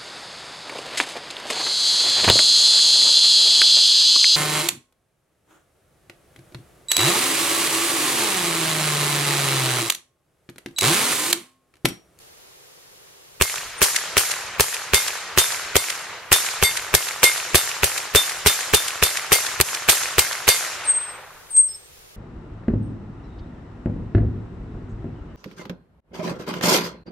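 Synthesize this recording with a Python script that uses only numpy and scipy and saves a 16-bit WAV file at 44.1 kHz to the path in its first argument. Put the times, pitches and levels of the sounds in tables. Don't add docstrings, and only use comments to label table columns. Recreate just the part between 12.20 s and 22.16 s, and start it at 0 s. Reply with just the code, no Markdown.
import sys
import numpy as np
from scipy import signal
from scipy.fft import rfft, irfft, next_fast_len
from scipy.io import wavfile
from scipy.ndimage import uniform_filter1d, map_coordinates

SR = 44100
rng = np.random.default_rng(int(sys.argv[2]) if len(sys.argv) > 2 else 0)


def amp(db):
    return 10 ** (np.asarray(db, float) / 20)


def wrap_up_sound(samples):
    columns = np.atleast_2d(samples).T
    tamed = np.clip(columns, -1, 1)
    steps = np.round(tamed * 32767).astype(np.int16)
    wavfile.write(sys.argv[1], SR, steps)


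N = 439236

# start_s, boom_db, splash_db, spray_db, bank_echo_db
SHOTS = [(1.212, -23.5, -12.5, -28.9, -32), (1.6172, -30.5, -11, -21, -19.5), (1.969, -29.5, -13, -23, -23),
         (2.3977, -26, -12, -27, -27), (2.7351, -24, -10.5, -23, -25), (3.1756, -25, -11, -21, -30),
         (3.5559, -25.4, -8.5, -29.6, -24.5), (4.1181, -27, -9, -20.5, -28.5),
         (4.426, -24, -11.5, -26.5, -24.5), (4.7402, -24.5, -8, -28.5, -28), (5.031, -33, -5, -21.5, -32),
         (5.3459, -22, -9, -23.5, -30), (5.633, -24.5, -14.5, -27, -25.5),
         (5.9493, -23.1, -10, -22.5, -29.5), (6.2611, -22.5, -9.5, -21.5, -30),
         (6.5363, -23, -8.5, -24.5, -26), (6.8259, -26, -11, -24.5, -25.5), (7.1196, -29, -8, -22, -27.5),
         (7.4018, -25.5, -7.5, -59, -26.5), (7.6871, -30, -7.5, -21, -30),
         (7.9826, -24.5, -9.2, -25, -29.5), (8.279, -28.5, -8, -21.5, -40)]
# pitch_hz, level_db, t60_s, polarity
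BOOM_MODES = [
    (73.3, 1, 0.061, 1),
    (394, 0, 0.055, -0.61),
    (130.6, 3.5, 0.11, 0.26),
]
# delay_s, level_db, colour_hz
TREES = [(.0065, -25, 2480), (.040, -14.5, 1150), (.045, -14, 1190), (.067, -13.5, 1520),
         (0.082, -42, 1630), (0.086, -14, 2310), (0.091, -23, 1590), (0.116, -33, 1700), (.130, -13, 1670),
         (.148, -18, 1490), (0.157, -24, 1460), (.162, -19.5, 1370), (0.17, -12.5, 2240), (.190, -27, 1700),
         (.197, -19, 1410), (0.201, -22, 1700), (.221, -17, 1300), (.241, -20, 1370), (.250, -32, 1390),
         (.268, -34, 1390)]
# freq_hz, density_db_per_hz
BANK_SPECTRUM = [(470, -19), (800, -34), (1780, 2.5), (3040, -1), (8360, -2.5), (11300, -10), (15800, -22)]
# freq_hz, density_db_per_hz
SPLASH_SPECTRUM = [(260, -43), (370, 3), (1290, -11.5), (3670, -2), (5200, -7), (8270, -2), (9140, -21),
                   (11200, 1), (15800, -19)]
# freq_hz, density_db_per_hz
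SPRAY_SPECTRUM = [(180, -58), (300, -9), (510, -6), (735, -10), (1430, -5), (3320, -2), (3550, -11.5),
                  (3920, -3.5), (11200, -2.5), (15800, -14)]
# freq_hz, likeness
SPRAY_ALIKE = [(60, 0.48), (240, -0.2), (950, 0.51), (3770, 0.47), (15000, -0.17)]
# pitch_hz, t60_s, blur_hz, share_free_of_hanger (0-1)
PLATE_MODES = [(2128, .4, 3, .1), (3594, .3, 6, 0), (4110, .6, 6, .4), (4640, .7, 16, .2),
               (8330, .2, 30, 0), (11040, .2, 20, 0), (11600, .24, 10, 0), (12071, .22, 10, 0),
               (13487, .17, 12, 0)]
# nodal_diameters, half_waves_centre_to_rim, turn_deg, level_db
MODE_SHAPES = [(2, 1.6, 70, 0), (0, .4, 0, -9.5), (1, 2.1, 140, -21), (3, .4, 0, -3), (2, .3, 45, -8),
               (1, 1.4, 20, -12), (1, 1.7, 150, -12), (2, .6, 75, -5), (1, .6, 50, -12)]
# start_s, radius (0-1), angle_deg, blow_db
HITS = [(1.2121, 1.0, 260, -24.4), (2.7347, 0.55, 75, -15.1), (3.176, 0.4, 130, -13.1),
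        (3.5558, 0.9, 160, -19.0), (4.118, 0.6, 205, -12.7), (4.4265, 0.7, 135, -11.3),
        (4.74, 1.0, 260, -23.9), (5.0305, 0.8, 155, -11.1), (5.3461, 0.65, 20, -15.8),
        (5.9496, 0.35, 35, -7.7), (6.2602, 0.4, 155, -13.2), (6.5364, 0.35, 305, -13.5),
        (6.8253, 0.55, 125, -18.2), (7.1188, 1.0, 250, -18.8), (7.687, 0.95, 155, -15.6),
        (7.9826, 1.0, 260, -23.7), (8.2785, 0.9, 260, -10.3)]
# freq_hz, density_db_per_hz
WOOD_SPECTRUM = [(18, -56), (30, -18), (88, -14.5), (251, -21), (471, -13), (551, -14), (1890, -3),
                 (3280, -5), (7390, 5), (9110, -2), (11200, 8.5), (14200, -6), (15800, -64)]
# freq_hz, t60_s
WOOD_T60 = [(100, 11), (700, 12.1), (1800, 3.92), (4800, 1.31), (12800, 0.55)]
# freq_hz, likeness
WOOD_ALIKE = [(60, 1), (180, 0.94), (550, 1), (1650, 0.94), (4970, 0.37), (15000, -0.55)]
# delay_s, spread_s, swell_db
SLOPES = [
    (0.391, 0.055, 3.5),
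    (.6, 0.17, 1.5),
    (.72, 0.12, 2.5),
]
# time_s, pitch_hz, level_db
WHISTLES = [
    [(8.62, 8140, -59), (8.636, 8460, -52), (8.69, 8350, -15), (8.704, 8300, -12), (8.728, 8240, -26),
     (8.738, 8340, -19), (9.006, 8340, -52), (9.03, 8270, -61.5)],
    [(9.28, 8351, -71), (9.31, 8360, -42), (9.378, 8360, -8.5), (9.392, 8380, -7.5), (9.434, 8330, -20.5),
     (9.478, 8320, -19.5), (9.53, 8350, -42), (9.556, 8360, -36), (9.72, 8200, -72)],
]
# time_s, pitch_hz, level_db
CLOSES = [
    [(8.85, 5178, -63), (8.858, 5392, -74), (8.868, 5140, -59), (8.9, 5283, -53), (8.93, 5180, -64)],
    [(9.465, 6483, -76), (9.491, 5270, -40.5), (9.497, 5210, -48), (9.551, 5298, -39.5), (9.575, 5270, -64),
     (9.64, 5261, -68)],
]
# time_from_peak_s, pitch_hz, level_under_peak_db
LEAD_SHAPE = [
    (-.022, 8940, -30),
    (-.012, 8930, -6),
    (0, 8960, 0),
    (.016, 8955, -30),
]
# peak_s, peak_db
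LEADS = [
    (8.661, -35),
    (9.32, -32),
    (1.594, -35),
]
# start_s, peak_db
TWIGS = [
    (9.3685, -5.5),
]
# freq_hz, density_db_per_hz
HISS_SPECTRUM = [(24, -52), (40, -13), (143, -7.5), (275, -19), (327, -10.5), (380, -3.5), (500, -5),
                 (611, -9.5), (1430, -12.5), (3890, -13), (7280, -14), (9820, -16.5), (11400, -14.5),
                 (15800, -22)]
# peak_s, peak_db
GUSTS = [(0.0, -67), (1.4, -49), (3.3, -54), (4.58, -50), (6.3, -59), (7.3, -52), (7.93, -56), (9.05, -61),
         (9.4, -60.5), (9.8, -59.5)]
# freq_hz, floor_db
MASK = [(45, -30), (130, -42), (300, -52), (3000, -81.5), (7000, -68.5), (9000, -59), (11000, -58),
        (13000, -48), (14500, -42.5), (15500, -37.5)]
# freq_hz, likeness
HISS_ALIKE = [(300, -0.19), (15000, -0.52)]
# freq_hz, density_db_per_hz
BREEZE_SPECTRUM = [(20, 2.0), (70, -13), (130, -17.5), (250, -33.5)]
# freq_hz, likeness
BREEZE_ALIKE = [(50, 0.92)]

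CRACK_DB, DEEP_OVER_BOOM_DB, THUMP_OVER_BOOM_DB = 1, -0.4, 1
FLIGHT_MS, RING_S = 8.8, 0.095
WOOD_DB, WOOD_DB_PER_SPRAY_DB, WOOD_LOSS_PER_BOOM_DB = -29, 0.76, 0.052
LEAST_SPRAY_DB, WOOD_SPAN_S = -25.5, 1.5
CALM_DB, GUST_S = -74, 0.25


def unit(x):
    return x / np.sqrt(np.mean(x ** 2) + 1e-20)


def along(points, hz):
    f, v = np.transpose(points)
    return np.interp(np.log(hz + 1), np.log(f + 1), v)


def filtered(x, response):
    m = next_fast_len(x.shape[-1] + 4096)
    spectrum = rfft(x, m) * response(np.fft.rfftfreq(m, 1 / SR))
    return irfft(spectrum, m)[..., :x.shape[-1]]


def rush(size, spectrum, alike):
    def colour(hz):
        turn = np.arccos(np.clip(along(alike, hz), -1, 1)) / 2
        return amp(along(spectrum, hz)) * [np.cos(turn), np.sin(turn)]

    mid, side = filtered(rng.standard_normal((2, size)), colour)
    return unit(np.array([mid + side, mid - side]))


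def wobble(size, rate_hz):
    knots = rng.standard_normal(size // 16)
    return map_coordinates(knots, [np.arange(size) * rate_hz / SR], mode="mirror")


def add(mix, sound, start_s):
    mix[:, round(start_s * SR):][:, :sound.shape[-1]] += sound


def crack(t, hz, t60_s):
    return (t > 0) * np.sin(2 * np.pi * hz * t) * amp(-60 * np.abs(t) / t60_s)


def trunks(t, spray_db, sides):
    echoes = np.zeros((2, len(t)))
    around = t[:SR // 50] - 1 / 200
    for delay_s, db, hz in TREES:
        since = around - rng.normal(0, 0.00022)
        pan_db = rng.normal(0, 0.96) * sides
        crown = 0.16 * amp(-60 * np.abs(since) / 0.0064) * rng.standard_normal((2, len(since)))
        trunk = crack(since, hz * amp(rng.normal(0, 1.0)), 0.0045)
        if delay_s < 0.075:
            db += 0.87 * (spray_db + 23.5)
        level = amp(db + rng.normal(0, 1.2) + pan_db)
        add(echoes, level * (trunk + crown), delay_s - 1 / 200)
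    return filtered(echoes, lambda hz: 1 / (1 + (330 / (hz + 1)) ** 6))


def rifle(t, crack_db, spray_db, bank_db, deep_db, thump_db):
    sides = np.array([[1], [-1]])
    shot = 1.4 * crack(t - 0.00002 * sides, 2500 * amp(rng.normal(0, 0.3)), 0.003)
    shot -= crack(t - 0.0013 - rng.normal(0, 0.0001), 1500, 0.003)
    shot += amp(-5.0 - 60 * t / 0.0057) * rng.standard_normal((2, len(t)))
    shot *= amp(crack_db)
    blows_db = [deep_db + 14.0, thump_db + 12.5, deep_db + 7.0]
    for (hz, db, t60_s, sign), blow_db in zip(BOOM_MODES, blows_db):
        since = t - 0.00011 * sides * rng.normal() - 0.081 / hz
        level = sign * amp(db + blow_db + 0.5 * sides)
        shot += level * crack(since, hz * amp(0.2 * rng.normal()), t60_s)
    bank_level = amp(bank_db + 8 - 60 * np.abs(t - 0.147) / 0.025)
    bank = bank_level * rush(len(t), BANK_SPECTRUM, SPRAY_ALIKE)
    return shot + trunks(t, spray_db, sides) + bank


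def struck(start_s):
    spokes, waves, turn_deg, mode_db = np.transpose(MODE_SHAPES)
    for hit_s, radius, angle_deg, blow_db in HITS:
        if abs(hit_s - start_s) < 1 / 20:
            swing = radius ** spokes * np.cos(np.pi * waves * radius)
            swing = swing * np.cos(np.radians(spokes * (angle_deg - turn_deg)))
            return blow_db + mode_db + 20 * np.log10(np.abs(swing) + 1e-3)
    return mode_db - 60


def plate(t, splash_db, spray_db, ring_db, flight_ms, length_s):
    since = np.maximum(t - flight_ms / 1000, 0)
    landed = since > 0
    patter = unit(amp(2.4 * wobble(len(t), 1400)))
    first = amp(-9 + 0.61 * (spray_db + 24.0)) * (t > 0.002) * (since == 0)
    burst = first + landed * (np.exp(-(since / 0.0049) ** 2) + 0.14 * np.exp(-since / 0.014))
    splash = amp(splash_db + 4.0) * burst * patter * rush(len(t), SPLASH_SPECTRUM, SPRAY_ALIKE)
    spray_level = amp(spray_db + 10 - 60 * since / 0.24) * landed
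    spray = spray_level * patter * rush(len(t), SPRAY_SPECTRUM, SPRAY_ALIKE)
    swell = 1 - np.exp(-since / 0.011)
    gripped = np.exp(-(since / length_s) ** 3)
    ring = np.zeros((2, len(t)))
    for (hz, t60_s, blur_hz, free), db in zip(PLATE_MODES, ring_db):
        sway_hz = hz + blur_hz * wobble(len(t), 44.7)
        phase = 2 * np.pi * (np.cumsum(sway_hz) / SR + rng.random()) + rng.normal(0, 0.17, (2, 1))
        level = amp(db + 10.5 - 60 * since / t60_s + wobble(len(t), 32))
        damping = free + (1 - free) * gripped ** (1 + 15 * free)
        ring += level * damping * np.sin(phase)
    return splash + spray + swell * ring


def wood(wood_db):
    size = round(WOOD_SPAN_S * SR)
    hz, t, z = signal.stft(rush(size, WOOD_SPECTRUM, WOOD_ALIKE), SR, nperseg=256)
    hz = hz[:, None]
    roll_db = sum(db * np.exp(-((t - delay_s) / spread_s) ** 2) for delay_s, spread_s, db in SLOPES)
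    shape_db = -60 * t / along(WOOD_T60, hz) + roll_db / (1 + (hz / 3000) ** 2) - 9 * t ** 3
    clumps = uniform_filter1d(rng.standard_normal(z.shape[1:]), 8, 0)
    clumps = uniform_filter1d(clumps, 6, 1)
    z = z * amp(shape_db + 1.37 * unit(clumps))
    tail = signal.istft(z, SR, nperseg=256)[1][:, :size]
    onset = 1 - np.exp(-(np.arange(size) / SR / 0.049) ** 2)
    return amp(wood_db + 8.5) * onset * tail


def note(rows, smear, pan_db, rate_hz=70):
    s, hz, db = np.transpose(rows)
    t = np.arange(round(s[0] * SR), round(s[-1] * SR)) / SR
    beats = wobble(len(t), rate_hz) + 1j * wobble(len(t), rate_hz)
    beats = beats + 0.15 * np.array([wobble(len(t), rate_hz) for _ in range(2)])
    echo = smear * np.clip((t - s[np.argmax(db)]) / 0.0193, 0.15, 1)
    tone = np.exp(2j * np.pi * np.cumsum(np.interp(t, s, hz)) / SR)
    tone = tone * (1 + echo * beats) / np.sqrt(0.5 + echo ** 2)
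    level = amp(np.interp(t, s, db) + np.array([[0.5], [-0.5]]) * pan_db)
    return tone.real * level * signal.windows.tukey(len(t), 0.06)


def bird():
    mix = np.zeros((2, N))
    for whistle, close in zip(WHISTLES, CLOSES):
        add(mix, note(whistle, smear=0.3, pan_db=1.6), whistle[0][0])
        add(mix, note(close, smear=0.23, pan_db=-4), close[0][0])
    for peak_s, db in LEADS:
        lead = np.add(LEAD_SHAPE, [peak_s, 0, db])
        add(mix, note(lead, smear=0.15, pan_db=8), peak_s + LEAD_SHAPE[0][0])
    for start_s, db in TWIGS:
        add(mix, amp(db - 3.5) * crack(np.arange(200) / SR, 8300, 0.0022), start_s)
    return mix


def floor():
    t = np.arange(N) / SR
    gusts_db = sum((db - CALM_DB) * np.exp(-((t - peak_s) / GUST_S) ** 2) for peak_s, db in GUSTS)
    breeze = rush(N, BREEZE_SPECTRUM, BREEZE_ALIKE)
    breeze *= amp(CALM_DB + gusts_db + 9 + 2.2 * wobble(N, 13.0))
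    return amp(-49.0) * rush(N, HISS_SPECTRUM, HISS_ALIKE) + breeze


def duck(depth_db, release_s, call_share):
    peaks = [max(call, key=lambda row: row[2])[0] for call in WHISTLES]
    t = np.arange(N) / SR
    starts = np.array([0] + [row[0] for row in SHOTS] + peaks)
    last = np.searchsorted(starts, t, side="right") - 1
    share = np.where(last > len(SHOTS), call_share, last > 0)
    return amp(-depth_db * share * np.exp(-(t - starts[last]) / release_s))


def scene():
    near, far = np.zeros((2, 2, N + 2 * SR))
    t = np.arange(SR // 3) / SR
    for start_s, boom_db, splash_db, spray_db, bank_db in SHOTS:
        deep_db, thump_db = boom_db + DEEP_OVER_BOOM_DB, boom_db + THUMP_OVER_BOOM_DB
        wood_db = WOOD_DB + WOOD_DB_PER_SPRAY_DB * (max(spray_db, LEAST_SPRAY_DB) + 25.5)
        wood_db -= WOOD_LOSS_PER_BOOM_DB * (boom_db + 21)
        add(near, rifle(t, CRACK_DB, spray_db, bank_db, deep_db, thump_db), start_s)
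        add(near, plate(t, splash_db, spray_db, struck(start_s), FLIGHT_MS, RING_S), start_s)
        add(far, wood(wood_db), start_s)
    shots = near[:, :N] + far[:, :N] * duck(depth_db=7, release_s=0.066, call_share=0.1988)

    def capsule(hz):
        peak = 0.64 / (1 + ((hz - 8330) / 220) ** 2)
        dip = 0.45 / (1 + ((hz - 250) / 55) ** 4)
        return 1 + peak - dip

    ducked_floor = floor() * duck(depth_db=7.5, release_s=0.15, call_share=0.46)
    return filtered(shots, capsule) + bird() + ducked_floor


def blocks(x, grit_db):
    hz, _, z = signal.stft(x, SR, nperseg=1024)
    band = np.abs(uniform_filter1d(np.mean(np.abs(z) ** 2, 0), 9, 0))
    z = z + amp(grit_db) * np.sqrt(band) * np.exp(2j * np.pi * rng.random(z.shape))
    kept = band > amp(2 * along(MASK, hz))[:, None] * band[hz < 6000].sum(0)
    tilted = band * amp(2 * 5.3 * hz[:, None] / 1000)
    kept &= tilted > amp(2 * -27) * np.maximum.accumulate(tilted * (hz[:, None] > 6000), 0)
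    return signal.istft(z * kept, SR, nperseg=1024)[1][:, :N]


def band_limit(x):
    return signal.sosfilt(signal.butter(12, 16440, fs=SR, output="sos"), x)


def record(dry):
    x = dry / (1 + np.abs(dry / 1.02) ** 4) ** (1 / 4)

    def response(hz):
        notch = 1 - 1 / (1 + ((hz - 7875) / 85) ** 2)
        treble_cut = 1 / (1 + (hz / 15800) ** 120)
        wind_cut = 1 / (1 + (45 / (hz + 1)) ** 2)
        return notch * treble_cut * wind_cut

    x = blocks(filtered(x, response), grit_db=-7.5)
    mix = np.clip(x, -1, 1)
    return band_limit(mix)


dry = scene()
out = record(dry)
wrap_up_sound(out)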